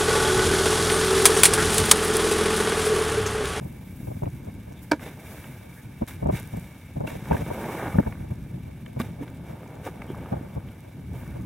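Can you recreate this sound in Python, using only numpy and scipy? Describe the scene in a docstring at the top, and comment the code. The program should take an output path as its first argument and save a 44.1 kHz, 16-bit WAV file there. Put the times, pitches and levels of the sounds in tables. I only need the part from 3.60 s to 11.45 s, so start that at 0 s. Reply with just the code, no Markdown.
"""An inflatable raft is paddled through brash ice a few metres away. From the start slush hisses along the
hull and wind rumbles on the microphone, its buffets setting the ports fluttering. At 1.3 s the blade
knocks on a chunk and rings, then drags through the ice with a crunch of tiny fractures. The hardest pull
comes near 4 s, with bubbles gurgling in the stirred water; just after it, air slaps the diaphragms.
At 5.4 s a knock and a hollow bump open a long, gentler pull, and a short stroke follows at 7.5 s."""
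import sys
import numpy as np
from scipy import signal
from scipy.fft import rfft, irfft, next_fast_len
from scipy.io import wavfile
from scipy.ndimage import uniform_filter1d

SR = 44100
rng = np.random.default_rng(int(sys.argv[2]) if len(sys.argv) > 2 else 0)


def to_wav(s):
    """Save 16-bit WAV."""
    ch = np.atleast_2d(s).T  # columns
    pcm = np.round(np.clip(ch, -1, 1) * 32767)  # PCM
    wavfile.write(sys.argv[1], SR, pcm.astype(np.int16))


N = 346257
CUTOFF_HZ = 15800

# Strength of the breeze at the microphone. Each row: time in seconds, relative level in dB.
BREEZE = [(0.0, -41.5), (0.63, -41), (1.45, -45), (2.03, -47), (2.32, -46.5), (2.62, -41.5), (3.23, -47.5),
          (3.61, -37), (4.15, -43.5), (4.6, -40), (5.1, -43), (5.45, -40.5), (5.75, -44), (6.65, -40.5),
          (7.05, -43.5), (7.85, -37.5)]


def knocks(knock_db=-3.5, crumble_db=-33, crumble_s=0.012, crack_s=0.0017, spray_s=0.015):
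    """Impact excites the damped modes of the blade, while the ice cracks and sprays chips."""
    # Each row: start in seconds, relative level in dB, low-pass corner of the contact in Hz.
    impacts = [(1.314, -12, 4970), (1.3171, -0.5, 4950), (1.3196, -12.5, 3000), (1.333, -8.5, 450),
               (3.476, -18, 1400), (4.28, -19, 1010), (5.4, -17.5, 2210), (5.408, -24, 2200),
               (6.501, -28, 900)]
    # Each row: frequency in Hz, gain in dB, time to decay by 60 dB in seconds.
    blade_modes = [(303, -6, 0.035), (457, -13, 0.039), (540, -15.5, 0.053), (633, -11.5, 0.043),
                   (924, -6, 0.021), (1440, -2, 0.011), (1640, -4, 0.015), (2150, -24, 0.03),
                   (2300, -20, 0.05), (4100, -23, 0.011), (4570, -20, 0.013), (5230, -27, 0.012)]
    force, fracture, t = np.zeros(N), np.zeros(N), np.arange(SR // 10) / SR
    for s, db, bright_hz in impacts:
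        grit = rng.standard_normal((2, len(t)))
        soft = np.exp(-2 * np.pi * bright_hz / SR)
        contact = (t == 0) + from_db(crumble_db) * grit[0] * np.exp(-t / crumble_s)
        crack = grit[1] * (from_db(-6) * np.exp(-t / crack_s) + from_db(-25) * np.exp(-t / spray_s))
        add(force, s, from_db(db + knock_db) * signal.lfilter([1 - soft], [1, -soft], contact))
        add(fracture, s, from_db(db) * signal.lfilter([1 - soft], [1, -soft], crack))
    wet_crack = signal.sosfilt(signal.butter(1, 3000, fs=SR, output="sos"), fracture)
    modes = ((-1) ** k * from_db(db) * ring(force, hz, t60) for k, (hz, db, t60) in enumerate(blade_modes))
    return wet_crack + sum(modes)


def plops_and_bumps(rise_per_s=2.4):
    """Damped, rising sines: short ringing plops, and low hollow bumps of the raft's tube or the wind."""
    # Each row: start in seconds, level in dB, starting pitch in Hz, time to decay by 60 dB in seconds.
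    damped_tones = [(2.419, -16.5, 225, 0.059), (3.474, -30.5, 2660, 0.034), (3.7113, -15.5, 874, 0.056),
                    (3.729, -26.5, 1560, 0.035), (3.744, -21.5, 917, 0.035), (3.7667, -27, 1640, 0.024),
                    (3.904, -30.5, 904, 0.089), (5.4, -16.5, 220, 0.082), (5.402, -24, 1130, 0.037),
                    (5.611, -24.5, 261, 0.12), (6.502, -22.5, 357, 0.035), (6.729, -23, 780, 0.022),
                    (6.811, -23, 268, 0.028)]
    out, t = np.zeros(N), np.arange(SR // 10) / SR
    for s, db, hz, t60 in damped_tones:
        add(out, s, from_db(db - 60 * t / t60) * np.sin(2 * np.pi * hz * t * (1 + rise_per_s * t)))
    return out


def effort(growth, lag_s=0, crest=1, lingers=1):
    """Each pull builds as a power of time, then the ice relaxes exponentially; gives three gains."""
    # Each row: catch, pull length and settling time in seconds, then grinding, slush and gurgle in dB.
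    strokes = [(1.421, 0.32, 0.2, -51.5, -53, -45.5), (2.8, 0.14, 0.21, -60, -56.5, -55.5),
               (3.559, 0.66, 0.14, -36.5, -47.5, -29.5), (5.45, 1.25, 0.27, -47.5, -63.5, -47.5),
               (7.497, 0.058, 0.35, -53, -61, -44.5)]
    t, gains = np.arange(N) / SR - lag_s, 0
    for s, pull, settle, *dbs in strokes:
        build = np.clip((t - s) / (pull * crest), 0, 1) ** growth
        release = np.exp(-np.maximum(t - s - pull * crest, 0) / (settle * lingers))
        gains = gains + from_db(dbs)[:, None] * build * release
    return gains


def ice_motion(hull_grind_db=-60, hull_slush_db=-61.5, hull_trickle_db=-60.5, fade_db_per_s=0.37):
    """Incoherent sources add in power: strokes join the rubbing hull to drive ice, slush and water."""
    hull_hiss = from_db(hull_slush_db - fade_db_per_s * np.arange(N) / SR)  # the raft draws away
    grind = np.hypot(from_db(hull_grind_db), effort(growth=0.8)[0])
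    slide = np.hypot(hull_hiss, effort(growth=1, crest=0.9, lingers=1.76)[1])
    wake = effort(growth=2.2, lag_s=0.034)[2]  # water closes behind the blade
    return grind, slide, np.hypot(from_db(hull_trickle_db), wake)


def scrapes():
    """Friction on granular ice bites, then dies away; gives the gains of hiss and crunch."""
    # Each row: peak time in seconds, hiss and crunch in dB, rise and decay in seconds.
    bites = [(1.434, -49, -45, 0.05, 0.025), (1.469, -51.5, -45.5, 0.017, 0.043),
             (2.476, -46, -57, 0.0015, 0.056), (2.766, -44, -49, 0.065, 0.05),
             (3.475, -47.5, -44, 0.012, 0.11), (3.809, -52, -47.5, 0.22, 0.022),
             (5.404, -41, -40.5, 0.015, 0.011), (5.452, -56.5, -49.5, 0.037, 0.063),
             (5.63, -59, -48, 0.043, 0.043), (5.91, -59, -55.5, 0.099, 0.019),
             (6.273, -48, -40.5, 0.052, 0.017)]
    return sum(from_db([[hiss_db], [crunch_db]]) * swell_and_decay(s, rise, decay)
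               for s, hiss_db, crunch_db, rise, decay in bites)


def grinding(push, grind_db=4.5, per_s=1100, lurch_db=1.62):
    """Brittle fracture: the harder the chunks are pushed, the denser and louder their cracks."""
    # Each row: frequency in Hz, spectral level in dB.
    crunch_spectrum = [(150, 6.5), (300, 4), (450, 3.5), (600, 2.5), (750, -1.5), (890, 1), (1080, -7),
                       (1550, -9), (1920, -16), (2250, -14), (3600, -29), (4400, -39), (9000, -58)]
    cracks = grains(per_s * np.sqrt(rms_one(push)), spread_db=2.0)
    lurch = from_db(grind_db + lurch_db * drift(40))
    return push * lurch * evened(rms_one(colour(cracks, crunch_spectrum)), size=4000)


def slush(rub, hiss_db=0.5, flicker_db=1.3, steady_peaks_db=-66):
    """Friction in slush makes a bright hiss, coloured by steady narrow resonances of the microphone."""
    # Each row: frequency in Hz, spectral level in dB.
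    hiss_spectrum = [(900, 10), (1350, 6.5), (2700, 4), (3200, -5), (4300, -12), (5700, 1), (7000, -2),
                     (9300, 2), (13000, 2.5), (13700, -1), (15800, 1)]
    # Each row: centre in Hz, bandwidth in Hz, relative level in dB.
    microphone_resonances = [(1600, 300, -4.5), (2256, 157, -0.5), (2676, 110, -13), (3630, 300, -11)]
    hiss = from_db(hiss_db) * rms_one(colour(grains(20000, spread_db=3.5), hiss_spectrum))
    peaks = sum(from_db(db) * rms_one(resonance(rng.standard_normal(N), hz, width))
                for hz, width, db in microphone_resonances)
    flicker = from_db(flicker_db * drift(90))
    return flicker * (rub * hiss + np.hypot(rub, from_db(steady_peaks_db)) * peaks)


def rasp(bite, rasp_db=1.5, per_s=1800):
    """Rough-surface friction: coarse grains catch under a scrape and rasp below its hiss."""
    # Each row: frequency in Hz, spectral level in dB.
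    rasp_spectrum = [(900, -4), (1600, 1), (2250, 2.5), (3150, -10), (3700, -2.5), (4300, -19),
                     (5600, -12.5)]
    catches = rms_one(colour(grains(per_s, spread_db=4.5), rasp_spectrum))
    return bite * from_db(rasp_db) * evened(catches, size=2000)


def gurgle(stir, gurgle_db=-9.0, per_s=500, cycles=20, pitches=24):
    """Stirred water closes over small bubbles, each a damped oscillator with its own pitch."""
    # Each row: frequency in Hz, gain in dB.
    trickle_spectrum = [(600, 1), (900, 3.5), (1200, 6.5), (1550, 7.5), (1920, 7), (2300, 9.5), (2700, -50),
                        (3100, -7), (3600, -31), (4400, -30)]
    births = grains(per_s, spread_db=2.5)
    pitch_index = rng.integers(0, pitches, N)
    bubbles = sum(ring(births * (pitch_index == k), hz, cycles / hz)
                  for k, hz in enumerate(np.geomspace(700, 3500, pitches)))
    return stir * from_db(gurgle_db) * evened(rms_one(colour(bubbles, trickle_spectrum)), size=6000)


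def clicks(rows, decay_s=0.002, swell_s=0.0025):
    """Band-limited transients: each click lasts milliseconds and has little energy above its pitch."""
    out, t = np.zeros(N), np.arange(SR // 20) / SR
    for s, db, hz in rows:
        band = signal.butter(4, [0.46 * hz, np.sqrt(2) * hz], "band", fs=SR, output="sos")
        add(out, s, from_db(db) * snap(t, band, swell_s, decay_s))
    return out


def jostles(push, centre_hz=1400, spread_octaves=0.2, count=30):
    """Random collisions grow likelier and louder as the ice is pushed; gives rows for clicks()."""
    chance = np.cumsum(np.sqrt(push))
    at = np.searchsorted(chance, rng.random(count) * chance[-1])
    softness, pitch = rng.standard_normal((count, 2)).T
    db = 20 * np.log10(push[at]) + 2 - 3 * softness
    hz = centre_hz * 2 ** (spread_octaves * np.clip(pitch, -2, 2))
    return list(zip(at / SR, db, hz))


def splinters(band_hz=(7200, 13500)):
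    """Brittle fracture of thin ice is so brief that it makes a crisp tick, all treble."""
    # Each row: start in seconds, peak level in dB.
    breaks = [(2.798, -32), (2.823, -39), (2.829, -37), (2.874, -38), (2.97, -39), (2.9967, -37),
              (5.415, -30.5)]
    out, t = np.zeros(N), np.arange(SR // 50) / SR
    band = signal.butter(2, band_hz, "band", fs=SR, output="sos")
    for s, db in breaks:
        add(out, s, from_db(db) * snap(t, band, swell_s=0.00057, decay_s=0.0011))
    return out


def squeaks(half_s=0.04, width_hz=330):
    """Stick-slip friction: quick uneven slips of wet ice drive one narrow resonance of a chunk."""
    # Each row: peak time in seconds, level in dB, resonance in Hz.
    slides = [(1.18, -61, 3580), (2.185, -53.5, 1660), (6.503, -57, 3080)]
    out, swell = np.zeros(N), np.hanning(round(2 * half_s * SR))
    for s, db, hz in slides:
        slips = rng.standard_normal(len(swell))
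        squeak = resonance(resonance(slips, hz, width_hz), hz, width_hz)
        add(out, s - half_s, from_db(db) * swell * rms_one(squeak))
    return out


def wind(rumble_db=2.5, lumpy_db=2.5, apart_db=-20, apart_growth=0.7):
    """Turbulent pressure reaches both ports nearly alike; the stronger the wind, the more they differ."""
    # Each row: frequency in Hz, spectral level in dB.
    rumble_spectrum = [(22, -9), (40, -13), (70, 0), (125, 2), (220, -4), (300, -10.5), (420, -22.5),
                       (900, -64)]
    force = level(BREEZE) * from_db(rumble_db + lumpy_db * drift(35))
    apart = from_db(apart_db) * rms_one(force) ** apart_growth
    return force * stereo(evened(noise(rumble_spectrum), size=2000), apart * noise(rumble_spectrum))


def buffets(gap_s=0.035, rise_s=0.024, fall_s=0.029, flutter_db=1.0, lull_db=-21, lumpy_db=6):
    """Eddies strike in runs, hardest in the middle: each a pressure thump with a shorter flutter."""
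    # Each row: time of the first eddy in seconds, count of eddies, flutter in dB, thump in dB.
    eddy_runs = [(0.024, 2, -39, -27.5), (0.48, 2, -33.5, -29.5), (0.567, 1, -45, -30),
                 (0.632, 1, -27, -25.5), (0.671, 1, -32, -27), (0.881, 1, -38, -31.5),
                 (1.08, 2, -42.5, -37), (2.425, 1, -27.5, -28), (2.632, 1, -28.5, -28.5),
                 (2.664, 1, -24.5, -23.5), (2.697, 1, -20, -24.5), (2.738, 1, -34, -21),
                 (2.941, 2, -34, -26), (3.372, 1, -33, -26.5), (3.411, 1, -28.5, -27.5),
                 (3.448, 1, -29, -30.5), (3.52, 2, -35, -34.5), (3.716, 1, -20.5, -21),
                 (3.746, 1, -22.5, -25.5), (3.82, 1, -32, -25.5), (3.914, 1, -29, -30.5),
                 (4.357, 1, -29, -21.5), (4.392, 1, -20, -25), (4.473, 1, -29.5, -24),
                 (4.61, 2, -42, -31.5), (4.719, 1, -38.5, -25), (4.912, 3, -46, -30),
                 (5.372, 1, -34.5, -28), (5.597, 1, -41, -38), (5.9, 2, -39.5, -32.5),
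                 (6.731, 1, -24, -24.5), (6.77, 1, -38, -30.5), (6.973, 1, -33, -26.5),
                 (7.524, 1, -54, -29.5), (7.765, 1, -40, -33)]
    # Each row: frequency in Hz, spectral level in dB.
    thump_spectrum = [(25, -26), (70, 3.5), (130, 8), (230, -4), (330, -13.5), (500, -34), (1500, -66)]
    thump, flutter = np.zeros(N), np.zeros(N)
    rise, fall = round(rise_s * SR), round(fall_s * SR)
    swell = np.r_[np.hanning(2 * rise)[:rise], np.hanning(2 * fall)[fall:]]
    for s, count, port_db, thump_db in eddy_runs:
        for k in range(count):
            start = s + k * gap_s - rise_s
            eddy = np.sin(np.pi * (k + .5) / count) * swell
            add(thump, start, from_db(thump_db) * eddy)
            add(flutter, start, from_db(port_db + flutter_db) * eddy * swell ** 1.04)
    lull = level(BREEZE) * from_db(lull_db + lumpy_db * drift(25))  # faint flutter between runs
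    return thump * evened(noise(thump_spectrum), size=700) + np.hypot(flutter, lull) * port_flutter()


def port_flutter(together_db=-9.5):
    """Turbulence inside the ports makes a hollow, spitting ring, mostly in antiphase left and right."""
    # Antiphase and in-phase parts. Each row: frequency in Hz, spectral level in dB.
    apart_spectrum = [(60, -15), (200, -7.5), (400, -5), (610, 3.5), (850, -14), (1250, -18), (1600, -26),
                      (2200, -46), (4000, -57)]
    together_spectrum = [(200, 7.5), (400, 7.5), (650, 2), (920, 5.5), (1250, -9.5), (1600, -17.5),
                         (2600, -24), (4000, -52)]
    apart = evened(rms_one(colour(grains(2500, spread_db=5.5), apart_spectrum)), size=700)
    together = evened(rms_one(colour(grains(2500, spread_db=4.4), together_spectrum)), size=700)
    return stereo(from_db(together_db) * together, apart)


def slaps(t60=0.03, leak_hz=70, edge_hz=2200):
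    """Damped oscillation: a slap of air shoves the diaphragms, which swing back once or twice."""
    # Each row: start in seconds, relative level in dB, frequency of the swing in Hz.
    shoves = [(4.385, -1.5, 189), (4.4007, -9, 264)]
    out = np.zeros(N)
    for s, db, hz in shoves:
        add(out, s, from_db(db) * ring(signal.unit_impulse(SR // 10), hz, t60))
    return signal.sosfilt(signal.butter(1, [leak_hz, edge_hz], "band", fs=SR, output="sos"), out)


def swishes(flicker_db=1.5):
    """Sliding friction between the threads of stiff sleeves makes a soft, very high hiss."""
    # Each row: peak time in seconds, level in dB, rise and decay in seconds.
    arm_moves = [(0.04, -54.5, 0.028, 0.08), (0.5, -55, 0.35, 0.17), (1.233, -50.5, 0.025, 0.025),
                 (1.72, -52, 0.1, 0.18), (2.16, -58.5, 0.087, 0.073), (2.48, -43.5, 0.004, 0.027),
                 (7.62, -59, 0.12, 0.036)]
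    # Each row: frequency in Hz, spectral level in dB.
    fabric_spectrum = [(5000, -9), (7500, -6), (9500, -2.5), (12900, 2), (13700, -5), (15800, 1.5)]
    slide = sum(from_db(db) * swell_and_decay(s, rise, decay) for s, db, rise, decay in arm_moves)
    return slide * from_db(flicker_db * drift(60)) * noise(fabric_spectrum)


def crystals(tick_db=-52, per_s=14, decay_s=0.00057):
    """A Poisson process: single crystals and drips tick faintly, each independent of the rest."""
    # Each row: frequency in Hz, spectral level in dB.
    tick_spectrum = [(3500, -8), (6000, 0), (13000, -1)]
    t = np.arange(SR // 200) / SR
    bursts = signal.lfilter(np.exp(-t / decay_s), [1], np.abs(grains(per_s, spread_db=2.5)))
    return from_db(tick_db) * bursts * noise(tick_spectrum)


def self_noise(floor_db=-67.5):
    """The microphone's own steady hiss sets the noise floor, partly correlated between the channels."""
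    # Each row: frequency in Hz, spectral level in dB.
    floor_spectrum = [(1000, 11), (3000, 9.5), (4500, 5), (7000, -2), (12500, -2), (15800, -11)]
    return from_db(floor_db) * stereo(noise(floor_spectrum), .5 * noise(floor_spectrum))


def from_db(db):
    """Decibels to amplitude gain."""
    return 10 ** (np.asarray(db) / 20)


def rms_one(x):
    """Normalise to rms 1."""
    return x / np.sqrt(np.mean(x ** 2) + 1e-20)


def level(rows):
    """An envelope: points of (seconds, dB) become a gain for every sample."""
    return from_db(np.interp(np.arange(N) / SR, *np.transpose(rows)))


def colour(x, spectrum):
    """Filter by (Hz, dB) points joined on a log-frequency axis, rolling off beyond the ends."""
    size = next_fast_len(N + 4096)
    hz, db = np.transpose(spectrum)
    log_hz = np.log(np.arange(size // 2 + 1) * SR / size + 1)
    beyond = np.abs(log_hz - np.clip(log_hz, np.log(hz[0]), np.log(hz[-1])))
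    gain = from_db(np.interp(log_hz, np.log(hz), db) - 20 * beyond)
    return irfft(rfft(x, size) * gain, size)[:N]


def noise(spectrum):
    """Coloured Gaussian noise, rms 1."""
    return rms_one(colour(rng.standard_normal(N), spectrum))


def grains(per_s, spread_db):
    """Shot noise: random impulses, many small and few large."""
    sizes = from_db(spread_db * np.minimum(rng.exponential(1, N), 4.5)) * rng.choice([-1, 1], N)
    return sizes * (rng.random(N) < per_s / SR)


def snap(t, band, swell_s, decay_s):
    """A transient of band-passed noise, peak 1."""
    burst = rng.standard_normal(len(t)) * np.exp(-t / decay_s) * np.minimum(t / swell_s, 1)
    burst = signal.sosfilt(band, burst)
    return burst / np.abs(burst).max()


def drift(rate):
    """Random modulation through rate points a second, rms 1."""
    knots = rng.standard_normal(N // 20)
    return rms_one(np.interp(np.arange(N) / SR * rate, np.arange(len(knots)), knots))


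def swell_and_decay(s, rise, decay):
    """A linear rise to 1 at time s, then an exponential decay."""
    t = np.arange(N) / SR - s
    return np.clip(1 + t / rise, 0, 1) * np.exp(-np.maximum(t, 0) / decay)


def evened(x, size):
    """Dividing by the running rms over size samples holds the level steady."""
    return x / np.sqrt(uniform_filter1d(x ** 2, size) + 1e-6)


def ring(x, hz, t60):
    """A damped oscillator: a unit impulse starts a sine of height 1."""
    r, w = from_db(-60 / (t60 * SR)), 2 * np.pi * hz / SR
    return signal.lfilter([0, np.sin(w)], [1, -2 * r * np.cos(w), r * r], x + 1e-18)


def resonance(x, hz, width_hz):
    """A two-pole band-pass with peak gain 1."""
    r, w = np.exp(-np.pi * width_hz / SR), 2 * np.pi * hz / SR
    return signal.lfilter(np.array([1, 0, -1]) * (1 - r * r) / 2, [1, -2 * r * np.cos(w), r * r], x)


def add(track, s, sound):
    """Superpose a sound on a track at s seconds."""
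    at = round(s * SR)
    track[at:at + len(sound)] += sound[:N - at]


def stereo(mid, side):
    """Left and right are the sum and difference of mid and side."""
    return np.array([mid + side, mid - side])


def panned(x, db):
    """A level difference gives direction: left louder than right by db."""
    return x * from_db([[db / 2], [-db / 2]])


def scene(ice_pan_db=-0.7, knock_pan_db=-2.0, knock_side_db=-8):
    """Superposition of ice and paddle, just off centre, and wind at the microphone itself."""
    # Sharp clicks of ice, and the crack of one wind pop on the microphone.
    # Each row: start in seconds, peak level in dB, pitch in Hz.
    loud_clicks = [(0.655, -38, 1950), (1.394, -36, 1730), (1.841, -34.5, 2000), (3.502, -32, 1890),
                   (3.655, -33.5, 1400), (3.717, -21, 1660), (3.747, -34, 1870), (3.767, -33, 1800),
                   (4.3836, -20.5, 1310), (4.428, -37, 1170), (4.463, -32, 1320), (4.523, -31, 1600),
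                   (5.261, -34, 2040), (5.407, -36, 2860), (5.414, -30, 2600), (5.677, -38, 2170),
                   (6.417, -28.5, 1730), (6.544, -31, 1000), (6.658, -34, 1710), (7.086, -40.5, 2300)]
    # Stereo width of the ice. Each row: frequency in Hz, gain of the side signal in dB.
    width = [(150, -41), (570, -42), (900, -15.5), (2200, -18.5), (3200, -10), (4500, 3), (6000, -9.5),
             (7400, -1.5), (9000, -20), (14000, -5.5)]
    hiss, crunch = scrapes()
    grind, slide, stir = ice_motion()
    push, rub = np.hypot(grind, crunch), np.hypot(slide, hiss)
    mid = grinding(push) + slush(rub) + rasp(hiss) + gurgle(stir)
    mid += clicks(loud_clicks + jostles(grind)) + splinters() + crystals() + squeaks() + swishes()
    side = colour(grinding(push) + slush(rub) + swishes() + clicks(loud_clicks), width)
    ice = panned(stereo(mid, side), ice_pan_db)
    hits_mid = knocks() + plops_and_bumps()
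    hits_side = from_db(knock_side_db) * np.diff(colour(knocks(), width), prepend=0)
    hits = panned(stereo(hits_mid, hits_side), knock_pan_db)
    air = wind() + buffets() + panned(slaps(), db=1.6)
    return ice + hits + panned(air, db=0.5) + self_noise()


def record(dry, low_cut_hz=35):
    """Frequency response: the microphone's housing notches a few bands, and both extremes are cut."""
    # Each row: centre in Hz, bandwidth in Hz, gain in dB.
    housing_dips = [(1050, 44, -6), (1346, 117, -5.5), (1940, 84, -10), (2490, 120, -14), (4280, 590, -3.5)]
    for hz, width_hz, db in housing_dips:
        dry = dry - (1 - from_db(db)) * resonance(dry, hz, width_hz)
    thinned = signal.sosfilt(signal.butter(2, low_cut_hz, "high", fs=SR, output="sos"), dry)
    return signal.sosfilt(signal.ellip(12, .1, 80, CUTOFF_HZ, fs=SR, output="sos"), thinned)


dry = scene()
out = record(dry)
to_wav(out)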